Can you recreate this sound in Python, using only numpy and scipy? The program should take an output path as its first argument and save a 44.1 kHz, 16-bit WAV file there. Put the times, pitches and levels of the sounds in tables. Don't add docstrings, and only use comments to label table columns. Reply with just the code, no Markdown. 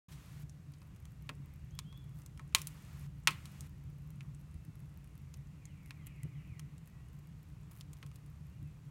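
import sys
import numpy as np
from scipy import signal
from scipy.fft import rfft, irfft, next_fast_len
from scipy.io import wavfile
from scipy.ndimage import uniform_filter1d, map_coordinates

SR = 44100
rng = np.random.default_rng(int(sys.argv[2]) if len(sys.argv) > 2 else 0)


def generate_wav(signal):
    frames = np.transpose(np.atleast_2d(signal))
    scaled = np.clip(frames, -1, 1) * 32767
    pcm = np.round(scaled).astype(np.int16)
    wavfile.write(sys.argv[1], SR, pcm)


N = 392490

# start_s, level_db, pitch_hz, quality_factor, ring_over_direct_db
WOOD_CRACKS = [(0.4957, -31, 6800, 4, 8), (.7371, -33, 4700, 2.9, 14), (.818, -31.5, 1000, 0.27, 4),
               (.9622, -38, 5000, .4, 1), (1.0545, -33.5, 4800, 0.26, 1), (1.292, -14.5, 1720, 2.2, 20),
               (1.709, -36.5, 6500, 14, -3), (1.79, -16.5, 3700, 0.7, -0.5), (1.927, -31, 1000, 0.35, 3),
               (2.2186, -36.5, 8200, 1.1, 6), (2.2622, -29.5, 7860, 1.5, 2), (2.376, -33, 2100, 0.18, 1),
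               (2.3954, -22, 1160, 1.07, 2), (2.525, -32, 2240, 1.5, 15), (2.549, 4, 2350, 0.27, -3.5),
               (2.6176, -19.5, 8200, 0.56, -2), (2.6716, -15.5, 13500, 0.81, -0.5),
               (3.2736, 5, 1980, 1.1, -1), (3.3077, -25.5, 8400, 0.87, -2), (3.456, -27.5, 3200, 0.32, 1),
               (3.608, -25, 8300, 1.5, -3.5), (4.1049, -37.5, 14230, 2.2, 0.5),
               (4.208, -24, 1920, 2.5, 0.5), (4.348, -35.5, 8230, 3.7, 0), (4.6501, -39, 11300, 1.95, 5),
               (5.34, -28.5, 5380, 1.37, 20), (5.6548, -28.5, 7050, 5.1, 3), (5.8603, -37.5, 11000, 3.1, 1),
               (5.9078, -21, 2060, 1.5, 2), (6.0687, -27, 12500, 1.8, 6), (6.233, -30, 12000, 1.3, -2),
               (6.595, -26, 2600, 0.15, 5), (6.7813, -38, 7250, .4, -3), (6.875, -38, 12520, 0.62, 13),
               (7.7124, -38, 14000, 1.6, 12), (7.81, -26, 4550, 1.46, 1.5), (7.932, -31, 9050, 1.2, 10.5),
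               (7.9693, -36.5, 2900, .4, 2), (8.0278, -23, 1410, 0.97, 10), (8.064, -34, 5900, .4, 7),
               (8.1155, -33, 1000, 0.58, -7), (8.158, -33.5, 10760, 0.48, 13)]
# frequency_hz, level_db, t60_s
FIREBOX_MODES = [(285, -20.5, 0.23), (420, -20.5, .14), (680, -15.5, 0.12), (943, -7.5, 0.045),
                 (1072, -1.5, .11), (1295, -1.5, .055), (1645, -21, .08), (1970, -8.5, 0.029),
                 (2440, -7.5, .08), (2590, -4, .08), (3180, -7.5, 0.062), (3310, -6.5, 0.053)]
# frequency_hz, gain_db
MOUTH_RESPONSE = [(100, -5), (300, -7), (480, -13), (760, -14), (900, 0.5), (1300, 1), (1550, -6.5),
                  (2300, 2), (3500, 1), (5000, -1), (6800, 0.5), (9300, 1.5), (11000, -2), (16000, -5)]
# frequency_hz, t60_s
STOVE_DECAY = [(1000, 0.076), (2500, .055), (6000, .04), (14000, 0.039)]
# frequency_hz, t60_s
YARD_DECAY = [(300, 0.4), (2000, 0.32), (7000, 0.16), (14000, 0.24)]
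# start_s, level_db
LOG_KNOCKS = [(1.293, -22), (2.398, -32.5), (2.551, -28.5), (3.275, -22), (3.603, -42), (6.245, -28),
              (7.899, -36), (8.031, -33)]
# frequency_hz, width_hz, gain_db
FLUE_MODES = [(56.4, 29, -5.5), (82, 26, -4), (112.5, 9.9, -3), (141, 18, 1.5), (152.8, 15, 2),
              (188.6, 29, -12.5), (296, 19, -19), (335, 25, -27.5)]
# time_s, level_db
DRAUGHT_LEVELS = [(.1, -51.5), (.8, -52), (1.5, -49.5), (3.8, -49), (4.7, -50), (5.1, -51.5), (6.4, -49),
                  (7.3, -51.5), (8.9, -50)]
# peak_s, level_db
FLAME_FLARES = [(0.441, -43.5), (.93, -43.5), (1.399, -45), (1.74, -45.5), (2.7, -45), (4.56, -42),
                (4.691, -42.5), (5.39, -46.5), (6.251, -39.5), (8.63, -44)]
# start_s, length_s, level_db
GAS_JETS = [(2.14, 0.082, -67), (7.706, 0.113, -66)]
# start_s, length_s, start_hz, end_hz, level_db
BIRD_WHISTLES = [(1.696, .14, 2930, 3500, -68.5), (1.84, .18, 3030, 3424, -61.5),
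                 (4.393, .36, 2670, 2646, -77), (6.22, 0.0566, 3260, 2870, -71),
                 (6.89, .17, 1940, 1920, -70), (6.95, 0.19, 2480, 2900, -74.5),
                 (8.43, .18, 2150, 2870, -74), (8.61, .12, 2850, 2560, -75)]
# start_s, level_db
MOTIF_REPEATS = [(5.606, -70), (5.952, -67.5), (6.287, -66.5)]
# delay_s, length_s, start_hz, end_hz, gain_db
FALLING_NOTES = [(0, .09, 2554, 1934, 1), (0.056, 0.15, 3397, 2118, -0.5), (0.184, .12, 2750, 1880, 1)]
# time_s, level_db
CHATTER_LEVELS = [(0, -94), (.7, -76), (1.55, -70), (1.9, -75.5), (4.5, -75.5), (5.8, -70.5), (6.2, -63.5),
                  (6.8, -73.5), (8.9, -75.5)]
# frequency_hz, relative_density_db
HISS_SPECTRUM = [(20, -18), (200, -11.5), (400, 0), (500, -3), (750, -4.5), (1150, -3), (1550, -4),
                 (2400, -5.5), (3300, -8), (5000, -11), (7000, -10), (10400, -14.5), (12000, -14),
                 (16000, -19)]

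MUTED_S = .083


def crack(hz, q, ring_db, mouth, steel_db=-10, yard_db=-14.5, wall_db=-24, wall_delay_s=.034,
          tear_db=-3, tear_s=.00032):
    t = np.arange(SR // 4) / SR
    steel = sum(amp(db + rng.normal(0, 2) - 60 * t / t60) * np.sin(2 * np.pi * (f * t + rng.random()))
                for f, db, t60 in FIREBOX_MODES)
    path = amp(ring_db) * (tail(STOVE_DECAY, len(t)) + amp(steel_db) * unit_energy(steel))
    path[0] += 1
    path += amp(tear_db) * unit_energy(rng.standard_normal(len(t)) * t * np.exp(-t / tear_s))
    path += amp(yard_db) * tail(YARD_DECAY, len(t))
    add(path, wall_delay_s, amp(wall_db) * tail([(1000, .12)], len(t)))
    snap = filtered(path, lambda f: resonance(f, hz, hz / max(q, .2)))
    return unit_energy(signal.fftconvolve(snap, mouth)[:len(t)])


def crackle():
    track, mouth = np.zeros(N), minimum_phase(MOUTH_RESPONSE)
    for start_s, db, hz, q, ring_db in WOOD_CRACKS:
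        add(track, start_s, amp(db) * crack(hz, q, ring_db, mouth))
    return track


def embers(base_db=-47, spread_db=3, centre_hz=12000, q=5, ring_db=-3, count=140):
    track = np.zeros(N)
    for when, faintness, pitch in rng.random((count, 3)):
        hz = min(centre_hz * 2 ** (.29 * np.log(2 * pitch + .03)), SR / 3)
        path = amp(ring_db) * tail(STOVE_DECAY, SR // 50)
        path[0] += 1
        tick = signal.lfilter(*signal.iirpeak(hz, q, SR), path)
        level_db = base_db - spread_db * np.log(faintness + .062)
        add(track, when * N / SR, amp(level_db) * unit_energy(tick))
    return track


def knocks(pitch_hz=315, width_hz=160, t60_s=.16):
    track = np.zeros(N)
    for start_s, db in LOG_KNOCKS:
        thud = filtered(tail([(pitch_hz, t60_s)], SR // 4), lambda f: resonance(f, pitch_hz, width_hz))
        add(track, start_s, amp(db) * unit_energy(thud))
    return track


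def flue_roar(flicker_db=.5, flicker_hz=14, flare_sigma_s=.011, low_hz=42, high_hz=380):
    column = lambda f: sum((-1) ** k * amp(db) * resonance(f, hz, width)
                           for k, (hz, width, db) in enumerate(FLUE_MODES))
    band = lambda f: (f / low_hz) ** 3 / np.sqrt((1 + (f / low_hz) ** 6) * (1 + (f / high_hz) ** 6))
    t = np.arange(N) / SR
    flares = sum(amp(db) * np.exp(-.5 * ((t - s) / flare_sigma_s) ** 2) for s, db in FLAME_FLARES)
    draught = amp(curve(DRAUGHT_LEVELS) + flicker_db * wobble(flicker_hz))
    return np.hypot(draught, flares) * noise(lambda f: column(f) * band(f))


def sizzle(centre_hz=13000, width_hz=9000, spit_db=4, spit_hz=700, edge_s=.006):
    t = np.arange(N) / SR
    flow = sum(amp(db) * np.clip(np.minimum(t - start_s, start_s + length_s - t) / edge_s, 0, 1)
               for start_s, length_s, db in GAS_JETS)
    spits = rng.standard_normal(N) * amp(spit_db * wobble(spit_hz))
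    return flow * unit(filtered(spits, lambda f: resonance(f, centre_hz, width_hz)))


def flame_flutter(level_db=-76, hollow_hz=1130, width_hz=330, depth_db=3, rate_hz=11):
    hollow = noise(lambda f: resonance(f, hollow_hz, width_hz))
    return amp(level_db + depth_db * wobble(rate_hz)) * hollow


def rustle(start_s=.111, level_db=-59, rise_s=.013, t60_s=.14, centre_hz=3200, width_hz=5000):
    age = np.maximum(np.arange(N) / SR - start_s, 0)
    envelope = np.minimum(age / rise_s, 1) * amp(level_db - 60 * np.maximum(age - rise_s, 0) / t60_s)
    return envelope * noise(lambda f: resonance(f, centre_hz, width_hz))


def birdsong(notes, ease, echo_db, waver=.0084, echo_t60_s=.7):
    song, unsteady = np.zeros(N), 1 + waver * wobble(120)
    for start_s, length_s, start_hz, end_hz, db in notes:
        progress = np.linspace(0, 1, int(length_s * SR))
        glide = end_hz + (start_hz - end_hz) * (1 - progress) ** ease
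        pitch_hz = glide * unsteady[int(start_s * SR):][:len(glide)]
        envelope = amp(db) * np.sqrt(8 * progress * (1 - progress))
        note = envelope * np.sin(2 * np.pi * np.cumsum(pitch_hz) / SR)
        echo = signal.fftconvolve(note, tail([(2500, echo_t60_s)], SR // 2))
        add(song, start_s, note)
        add(song, start_s, amp(echo_db) * echo)
    return song


def birds():
    motifs = [(start_s + delay_s, length_s, start_hz, end_hz, db + note_db)
              for start_s, db in MOTIF_REPEATS
              for delay_s, length_s, start_hz, end_hz, note_db in FALLING_NOTES]
    return birdsong(BIRD_WHISTLES, ease=2.4, echo_db=-5.5) + birdsong(motifs, ease=1.4, echo_db=1.5)


def far_chorus(centre_hz=2300, spread=.14, width_hz=130, swell_db=6, swell_hz=11, count=9):
    total = np.zeros(N)
    for hz in centre_hz * np.exp(spread * np.linspace(-1.5, 1.5, count)):
        blur = noise(lambda f: resonance(f, hz, width_hz) ** 2)
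        total += blur * amp(swell_db * np.tanh(wobble(swell_hz)))
    return amp(curve(CHATTER_LEVELS)) * unit(total)


def air_hiss(level_db=-65):
    return amp(level_db) * noise(lambda f: amp(along(HISS_SPECTRUM, f)))


def suppressor(x, knee_db=-64, depth_db=-9, edge_hz=600, detect_hz=9000, peak_db=-44, hold_s=.395):
    treble = filtered(x, lambda f: f ** 2 / (f ** 2 + edge_hz ** 2))
    top = filtered(x, lambda f: f ** 8 / (f ** 8 + detect_hz ** 8))
    top_rms = np.sqrt(np.abs(uniform_filter1d(top ** 2, SR // 500)))
    t = np.arange(N) / SR
    last_trigger_s = np.maximum.accumulate(np.where(top_rms > amp(peak_db), t, MUTED_S / 2))
    resting = t - last_trigger_s < hold_s
    clicks = 1 / (1 + (amp(knee_db) / (top_rms + 1e-9)) ** 4)
    passed = np.maximum(uniform_filter1d(resting * 1., SR // 200), clicks)
    return x - treble * (1 - amp(depth_db)) * (1 - passed)


def amp(db):
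    return 10 ** (np.asarray(db) / 20)


def unit(x):
    return x / np.sqrt(np.mean(x ** 2) + 1e-20)


def unit_energy(x):
    return x / (np.linalg.norm(x) + 1e-12)


def along(points, hz):
    f, values = np.transpose(points)
    return np.interp(np.log(hz + 1), np.log(f), values)


def curve(rows):
    return np.interp(np.arange(N) / SR, *np.transpose(rows))


def wobble(rate_hz):
    knots = rng.standard_normal(int(N * rate_hz / SR) + 4)
    return map_coordinates(knots, [np.arange(N) * rate_hz / SR])


def filtered(x, response):
    size = next_fast_len(len(x) + SR // 10)
    return irfft(rfft(x, size) * response(np.fft.rfftfreq(size, 1 / SR)), size)[:len(x)]


def noise(response):
    return unit(filtered(rng.standard_normal(N), response))


def resonance(f, hz, width):
    return 1j * f * width / (hz * hz - f * f + 1j * f * width)


def minimum_phase(points, size=2048):
    cepstrum = irfft(np.log(amp(along(points, np.fft.rfftfreq(size, 1 / SR)))))
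    cepstrum[1:size // 2] *= 2
    cepstrum[size // 2 + 1:] = 0
    return irfft(np.exp(rfft(cepstrum)))


def tail(decays, length, size=128):
    hz, t, spectra = signal.stft(rng.standard_normal(length), SR, nperseg=size)
    decay = amp(-60 * t / along(decays, hz)[:, None])
    return unit_energy(signal.istft(spectra * decay, SR, nperseg=size)[1][:length])


def add(track, start_s, sound):
    part = track[max(round(start_s * SR), 0):][:len(sound)]
    part += sound[:len(part)]


def scene():
    fire = crackle() + embers() + knocks() + flue_roar() + sizzle()
    return (fire + air_hiss() + rustle() + birds() + far_chorus() + flame_flutter())[None]


def record(dry, top_hz=16100):
    fade_in = np.clip((np.arange(N) / SR - MUTED_S) * 200, 0, 1)
    gated = suppressor(dry[0]) * fade_in
    return filtered(gated, lambda f: 1 / np.sqrt(1 + (f / top_hz) ** 200))[None]


dry = scene()
out = record(dry)
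generate_wav(out)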